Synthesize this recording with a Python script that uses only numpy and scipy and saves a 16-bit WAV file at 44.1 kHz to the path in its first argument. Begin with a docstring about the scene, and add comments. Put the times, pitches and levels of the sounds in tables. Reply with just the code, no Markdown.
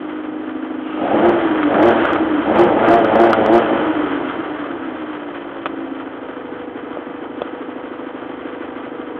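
"""A fast, lumpy idle, six throttle blips and two light touches, then a sink back to idle:
a four-cylinder petrol engine under an open bonnet, revved by hand.
Each firing booms in the engine bay, the intake barks while the throttle is open, the valve gear
clatters, pistons slap and a toothed drive whines. A few sharp knocks sound close by.
A narrow-band phone microphone overloads on the loudest blips."""
import sys
import numpy as np
from scipy import signal
from scipy.fft import rfft, irfft, next_fast_len
from scipy.io import wavfile
from scipy.ndimage import uniform_filter1d, map_coordinates

SR = 44100
rng = np.random.default_rng(int(sys.argv[2]) if len(sys.argv) > 2 else 0)


def store_wav(level_fs):
    """Save 16-bit WAV to argv[1]."""
    pcm = np.round(np.clip(np.atleast_2d(level_fs), -1, 1) * 32767)
    wavfile.write(sys.argv[1], SR, pcm.T.astype(np.int16))


N = 405367

# Throttle presses. 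Each row: start, hold and release in seconds, top crank speed in Hz, relative
# bark, boom surge and rasp in dB, roughness 0-1, honk in dB.
PRESSES = [(.99, 0.29, 0.029, 58.6, -15, 7, -31.5, .9, -5),
           (1.715, .17, 0.12, 58.9, -13, 7.5, -23, .6, -6.5),
           (2.0, 0.11, 0.074, 55.85, -36, -7.5, -25, 0.6, -14.5),
           (2.495, .14, 0.18, 58.82, -13, 9.5, -26.5, 0.8, -5),
           (2.8, 0.15, 0.18, 58.04, -11.5, 6.5, -22, 0.6, 9.5),
           (3.11, .14, 0.23, 58.29, -11.5, 9.5, -26.5, 0.6, 4.5),
           (3.43, 0.14, 0.06, 58.29, -13, 10.5, -30.5, .42, -1),
           (3.7, 0.072, 0.11, 55.9, -22, 2, -41, 0.4, -12.5)]
# Idle. Each row: time in seconds, crank speed in Hz.
IDLE_SPEED_HZ = [(0, 25.55), (.3, 25.65), (.5, 26), (.85, 25.9), (5.8, 26.1), (6.8, 25.5), (7.2, 25.6),
                 (7.7, 26.1), (8.9, 25.8), (9.19, 25.5)]
# Cylinders in firing order. Each row: strength when lumpy in dB, strength when even in dB.
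CYLINDERS_DB = [(0, 0), (-23, -3), (-4.5, -.5), (-18, -4)]
# Weak firing of two cylinders. Each row: time in seconds, lumpiness 0-1.
LUMPINESS = [(0, .08), (.3, .12), (.55, .45), (.82, .5), (.95, .05), (4.0, .1), (4.25, .35), (4.5, .1),
             (4.8, .4), (5.15, .1), (5.65, .05), (6.3, .8), (8.85, .9), (9.19, .4)]
# Boom as firing harmonics meet the bay modes. Each row: crank speed in Hz, relative level in dB.
BOOM_BY_SPEED_DB = [(26, -30.5), (28, -28.5), (30.5, -24.5), (37, -24), (42, -24), (46, -20), (52, -17),
                    (55.5, -18.5), (58, -17.5), (60, -21.5)]
# Boom drift. Each row: time in seconds, added level in dB.
BOOM_DRIFT_DB = [(0, 3), (.75, 5), (.9, 4.5), (1.04, 7), (1.17, 0), (1.4, 1.5), (5.55, -5), (5.83, 3.5),
                 (6.15, -4), (7, -1.5), (9.19, -1.5)]
# Drive whine. Each row: time in seconds, level in dB.
WHINE_DB = [(0, -45.5), (.8, -40), (1.2, -46), (5.6, -46), (6.4, -35), (8.8, -36.5), (9.1, -33.5)]
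# Modes of the bay air and the valve covers. Each row: frequency in Hz, width in Hz, gain in dB.
BAY_MODES = [(268.7, 42, 1.5), (305.5, 17.3, 9.5), (339, 26.4, 5.5)]
COVER_MODES = [(1281, 50, 1), (1556, 240, 0), (1820, 19, -10), (3150, 200, -5.5)]
# Spectra of the sources and the microphone. Each row: frequency in Hz, gain in dB.
INTAKE_EQ = [(25, -29.5), (60, -20.5), (115, -13.5), (160, -13), (205, -3), (236, 2.5), (290, -15.5),
             (352, 2.5), (405, -3.5), (480, 2), (578, 3.5), (640, 0.5), (700, 0.5), (850, -1.5),
             (1100, -15.5), (4000, -41)]
RASP_EQ = [(300, -30.5), (800, -8), (1150, 6), (1600, 2.5), (2100, -6.5), (2800, -10.5), (3400, -13.5),
           (4200, -14.5)]
GEAR_EQ = [(25, -65), (500, -25.5), (800, -5), (1000, 2.5), (1650, -2), (2100, -5.5), (2700, -8),
           (3250, -13), (4000, -15)]
BLOCK_EQ = [(25, -20), (55, -18.5), (120, -11), (200, -10), (400, 0.5), (550, -1.5), (750, -2), (950, -7),
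            (1300, -24), (4000, -49.5)]
HISS_EQ = [(500, -28), (1200, 2), (2000, 0.5), (2900, 6), (4000, -7)]
MIC_EQ = [(15, -31), (30, -7), (55, 1.5), (3300, -0.5), (3600, -9), (4000, -15.5), (4350, -30.5),
          (4700, -62), (5500, -100)]
# Knocks. Each row: start in seconds, peak in dB, hollow share in dB, snap share in dB.
KNOCKS = [(1.6302, -5.5, -6, -16), (1.639, -13, -6, -16), (2.053, -10, -6, -1), (2.089, -10, -3, -4),
          (2.133, -12, -8, -6), (2.160, -10, -6, -3), (2.846, -8, -2, 0), (3.046, -5, 14, -6),
          (3.331, -1, -8, -3), (3.4605, -3.5, 14, -6), (3.579, -5, 14, -6), (5.6577, -5.8, -3, 9),
          (5.663, -6, 5, 10), (5.669, -15, -6, -2), (6.286, -20, 12, -6), (6.971, -12, 22, -6),
          (7.4185, -6.5, 21, 26)]
# Knock modes. Each row: frequency in Hz, level in dB, T60 in seconds.
HOLLOW_MODES = [(496, 7, 0.011), (590, 0, 0.023)]
CLANK_MODES = [(1000, -18.5, 0.0055), (1263, 9, 0.041), (1414, 5, 0.052)]
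SNAP_MODES = [(2680, -13, 0.0056), (3130, -15.5, 0.013), (3400, -18, 0.023)]

IDLE_HZ, FULL_HZ = 26, 60  # crank turns per second
DRAG_HZ_PER_S, SETTLE_S = 28, .52


def boom(turns, speed_hz, level_db, order=6):
    """Firings ring the bay air: a chug at idle, a burble when coasting, a firm note under load."""
    def breathy(firings):
        return steady(firings) + breath * steady(puffs(firings, life_s=.008))

    def bay(f):
        modes = sum((-1) ** k * amp(db) * resonance(f, hz, width_hz)
                    for k, (hz, width_hz, db) in enumerate(BAY_MODES))
        return resonance(f, hz=296.8, width_hz=170) * modes

    load = np.clip((level_db + 19) / 7, 0, 1)
    coasting = np.clip((speed_hz - 27.5) / 7, 0, 1) * (1 - .85 * load)
    lumpiness = curves(LUMPINESS)[0] * (1 - load)
    breath = .12 + .2 * lumpiness + .85 * coasting
    stumble = amp(coasting * 3.4 * wobble(28))
    lumpy, even = [stumble * strokes(turns, pattern_db, scatter_db=1.6, jitter_s=.00006)
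                   for pattern_db in np.transpose(CYLINDERS_DB)]
    thuds = steady(chug(breathy(lumpy)))
    drone = steady(filtered(breathy(even), bay))
    ring = steady(lumpiness * thuds + (1 - lumpiness) * drone)
    note = np.sqrt(2) * np.sin(2 * np.pi * order * turns)
    firm = .8 * load ** 2
    return amp(level_db - .08) * ((1 - firm) * ring + firm * note)


def chug(firings):
    """Exhaust thuds: a pipe mode delays the low end, so each droops in pitch."""
    band = signal.butter(3, (254, 352), "bandpass", fs=SR, output="sos")
    return filtered(signal.sosfilt(band, firings), lambda f: 2 * resonance(f, hz=245, width_hz=70) - 1)


def intake(turns, bark_db):
    """Cylinders gulp air: a pulse and a rush each, honking in the sharpest mode of the pipe."""
    def pipe_delay(f):  # all-pass modes smear the gulps into a roar
        modes_hz = (360, 463, 580.6, 682.5, 822)
        return np.prod([1 - 2 * resonance(f, hz, width_hz=130) for hz in modes_hz], axis=0)

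    roughness, honk_db = curves([(s + hold_s, rough, honk) for s, hold_s, *_, rough, honk in PRESSES])
    gulps = strokes(turns, np.array(CYLINDERS_DB)[:, 1], scatter_db=1.6, jitter_s=.0001)
    air = (1.3 - roughness) * steady(gulps) + roughness * steady(puffs(gulps, life_s=.009))
    air = air + amp(honk_db) * filtered(air, lambda f: resonance(f, hz=688, width_hz=16))
    return amp(bark_db - 1.26) * steady(coloured(filtered(air, pipe_delay), INTAKE_EQ))


def rasp(turns, level_db):
    """Hard firings crack unevenly against the covers as the crank speeds up."""
    cracks = strokes(turns, np.array(CYLINDERS_DB)[:, 1], scatter_db=2, jitter_s=.0012)
    return amp(level_db) * steady(coloured(puffs(cracks, life_s=.005), RASP_EQ))


def valve_gear(turns, speed_hz, idle_db=-36.5, db_per_octave=11.5):
    """Valves tick at set crank angles and ring the covers, over a rattle that swells with each firing."""
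    def covers(f):
        return 1 + sum(amp(db) * resonance(f, hz, width_hz) for hz, width_hz, db in COVER_MODES)

    ticks = strokes(turns, 3.3 * rng.standard_normal(16), scatter_db=2.2, jitter_s=.0004)
    firings = strokes(turns, np.array(CYLINDERS_DB)[:, 0], scatter_db=3, jitter_s=.0044)
    clatter = .6 * steady(bay_echo(ticks, life_s=.009)) + .4 * steady(puffs(ticks, life_s=.003))
    rattle = .62 * steady(puffs(firings, life_s=.04))
    level_db = idle_db + db_per_octave * np.log2(speed_hz / IDLE_HZ) + 1.3 * wobble(14)
    return amp(level_db) * steady(coloured(filtered(clatter + rattle, covers), GEAR_EQ))


def piston_slap(turns, speed_hz, idle_db=-34.5, db_per_hz=.4081):
    """Pistons slap either side of their bores and rumble through the block, alike each cycle."""
    slaps = strokes(turns, 2 * rng.standard_normal(8), scatter_db=1.7, jitter_s=.0002)
    side = rng.choice([-1, 1], 8)[np.round(4 * turns).astype(int) % 8]
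    shake = .5 * steady(bay_echo(side * slaps, life_s=.011)) + steady(puffs(slaps, life_s=.01))
    return amp(idle_db + db_per_hz * (speed_hz - IDLE_HZ)) * steady(coloured(shake, BLOCK_EQ))


def knocks(crack_t60_s=.026, echo_t60_s=.11, attack_s=.00008):
    """Hard contacts: a crack, a clank, a hollow ring and a bright snap, with a brief bay echo."""
    def ring(modes):
        return sum(amp(db + rng.normal(0, 1) - 60 * t / t60_s) * np.sin(2 * np.pi * hz * t)
                   for hz, db, t60_s in modes)

    out, t = np.zeros(N + SR), np.arange(SR // 10) / SR
    band = signal.butter(2, [500, 4600], "bandpass", fs=SR, output="sos")
    low_cut = signal.butter(2, 250, "highpass", fs=SR, output="sos")
    fade = 2.5 * amp(-60 * t / crack_t60_s) + amp(-11.5 - 60 * t / echo_t60_s)
    for start_s, peak_db, hollow_db, snap_db in KNOCKS:
        crack = signal.sosfilt(band, fade * rng.standard_normal(len(t)))
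        hit = crack - ring(CLANK_MODES)
        hit += amp(hollow_db) * ring(HOLLOW_MODES) + amp(snap_db) * ring(SNAP_MODES)
        hit = signal.sosfilt(low_cut, hit * (1 - np.exp(-t / attack_s)))
        out[round(start_s * SR):][:len(t)] += amp(peak_db) * hit / np.abs(hit).max()
    return out[:N]


def whine(turns, order=19):
    """A toothed drive sings at a crank multiple, with a weaker partner one firing rate below."""
    level_db = curves(WHINE_DB)[0] + 1.5 * wobble(4)
    partner = amp(-7.5) * np.sin(2 * np.pi * (order - 2) * turns)
    return amp(level_db) * (np.sin(2 * np.pi * order * turns) + partner)


def throttle_hiss(start_s=.732, length_s=.6, level_db=-34.5):
    """Air whistles past the throttle plate as the hand first takes up the slack."""
    swell = np.sin(np.pi * np.clip((np.arange(N) / SR - start_s) / length_s, 0, 1))
    air = coloured(rng.standard_normal(N), HISS_EQ)
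    whistle = amp(17.5) * filtered(air, lambda f: resonance(f, hz=1265, width_hz=36))
    return amp(level_db) * swell * unit(air + whistle)


def crank_speed_hz():
    """Each press swings the crank up to its top speed; drag pulls it back, easing into idle."""
    t = np.arange(N) / SR
    excess_hz, knee_hz = np.zeros(N), DRAG_HZ_PER_S * SETTLE_S
    for start_s, hold_s, _, top_hz, *_ in PRESSES:
        from_hz, to_hz = excess_hz[round(start_s * SR)], top_hz - IDLE_HZ
        top_s = start_s + hold_s
        climb_hz = from_hz + (to_hz - from_hz) * np.sin(np.pi / 2 * (t - start_s) / hold_s) ** 2
        coast_hz = knee_hz * np.arcsinh(np.sinh(to_hz / knee_hz) * np.exp((top_s - t) / SETTLE_S))
        excess_hz = np.select([t < start_s, t < top_s], [excess_hz, climb_hz], coast_hz)
    return curves(IDLE_SPEED_HZ)[0] + excess_hz


def crank_turns(speed_hz, start_turns=.49):
    """Turns so far; flutter grows while coasting, as the starved cylinders fire unevenly."""
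    coasting = np.clip(-np.gradient(speed_hz) * SR / DRAG_HZ_PER_S, 0, 1)
    flutter = 1 + .0012 * wobble(9) + .014 * coasting * wobble(22)
    return start_turns + np.cumsum(speed_hz * flutter) / SR


def air_flow(start_s, hold_s, release_s, lead_s=.059):
    """Air drawn by one press, 0-1: swells ahead of the crank, decays on release."""
    age_s = np.arange(N) / SR - start_s
    swell = np.sin(np.pi / 2 * np.clip((age_s + lead_s) / hold_s, 0, 1)) ** .92
    return swell * np.exp(-np.maximum(age_s - hold_s, 0) / release_s)


def levels_db(speed_hz):
    """Boom, bark and rasp levels; the boom falters, then surges, just before each top speed."""
    boom_db = np.interp(speed_hz, *np.transpose(BOOM_BY_SPEED_DB)) + curves(BOOM_DRIFT_DB)[0]
    bark_gain = np.hypot(amp(-15.5 - 1.9 * (FULL_HZ - speed_hz)), amp(-49.5))  # throttle shut
    rasp_gain = 1e-6
    for start_s, hold_s, release_s, _, bark_db, surge_db, rasp_db, *_ in PRESSES:
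        past_top_s = np.arange(N) / SR - start_s - hold_s
        falter = np.exp(-((past_top_s + .091) / .023) ** 2)
        surge = np.exp(-np.abs((past_top_s + .018) / .046) ** 3)
        boom_db = boom_db + surge_db * surge - 2.5 * falter
        bark_gain = np.hypot(bark_gain, amp(bark_db) * air_flow(start_s, hold_s, release_s))
        rasp_swell = air_flow(start_s + .012, .68 * hold_s, release_s=.14)
        rasp_gain = np.hypot(rasp_gain, amp(rasp_db) * rasp_swell)
    return boom_db, 20 * np.log10(bark_gain), 20 * np.log10(rasp_gain)


def strokes(turns, pattern_db, scatter_db, jitter_s):
    """Pulses spread evenly over each two-turn engine cycle, sized by a repeating pattern."""
    at = np.flatnonzero(np.diff(np.floor(turns * len(pattern_db) / 2)))
    chance = rng.standard_normal((len(at), 2))
    sizes = amp(np.resize(pattern_db, len(at)) + scatter_db * chance[:, 0])
    return np.bincount(np.clip(at + jitter_s * SR * chance[:, 1], 0, N - 1).astype(int), sizes, N)


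def puffs(pulses, life_s):
    """Turbulence that swells after each pulse and decays with time constant life_s."""
    age = np.arange(SR // 6) / (life_s * SR)
    return signal.fftconvolve(pulses, np.exp(-age) - np.exp(-4 * age))[:N] * rng.standard_normal(N)


def bay_echo(x, life_s):
    """x bouncing around the engine bay, decaying with time constant life_s."""
    t = np.arange(SR // 12) / SR
    return signal.fftconvolve(x, np.exp(-t / life_s) * rng.standard_normal(len(t)))[:N]


def amp(db):
    return 10 ** (np.asarray(db) / 20)


def unit(x):
    return x / np.sqrt(np.mean(x ** 2) + 1e-20)


def steady(x):
    """x with its slow level held at rms 1."""
    power = uniform_filter1d(uniform_filter1d(x ** 2, SR // 6), SR // 10)
    return x / np.sqrt(np.abs(power) + 1e-12)


def curves(rows):
    """One value per sample for each column after the time."""
    times_s, *columns = np.transpose(rows)
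    return [np.interp(np.arange(N) / SR, times_s, column) for column in columns]


def wobble(rate_hz):
    """Smooth random curve with knots at rate_hz."""
    knots = rng.standard_normal(int(N * rate_hz / SR) + 4)
    return map_coordinates(knots, [np.arange(N) * rate_hz / SR])


def resonance(f, hz, width_hz):
    """Response of one mode at the frequencies f."""
    return 1j * f * width_hz / (hz * hz - f * f + 1j * f * width_hz)


def filtered(x, response):
    """x through a complex frequency response."""
    size = 2 * next_fast_len(N // 2 + SR // 4)
    return irfft(rfft(x, size) * response(np.fft.rfftfreq(size, 1 / SR)), size)[:N]


def coloured(x, eq):
    """x through a minimum-phase filter with the given (Hz, dB) points."""
    def response(f):
        hz, db = np.transpose(eq)
        cepstrum = irfft(np.log(amp(np.interp(np.log(f + 1), np.log(hz), db))))
        half = len(cepstrum) // 2
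        return np.exp(rfft(np.r_[cepstrum[0], 2 * cepstrum[1:half], np.zeros(half)]))
    return filtered(x, response)


def scene():
    """Crank and throttle drive the engine; the knocks sound on top."""
    speed_hz = crank_speed_hz()
    turns = crank_turns(speed_hz)
    boom_db, bark_db, rasp_db = levels_db(speed_hz)
    air = boom(turns, speed_hz, boom_db) + intake(turns, bark_db) + throttle_hiss()
    metal = piston_slap(turns, speed_hz) + rasp(turns, rasp_db)
    metal += valve_gear(turns, speed_hz) + whine(turns)
    return (air + metal + knocks())[None]


def record(dry, clip_level=.71, top_hz=15870):
    """The phone passes the speech band, clips the loudest peaks and cuts all above top_hz."""
    clipped = np.clip(coloured(dry[0], MIC_EQ), -clip_level, clip_level)
    return filtered(clipped, lambda f: f < top_hz)[None]


dry = scene()
out = record(dry)
store_wav(out)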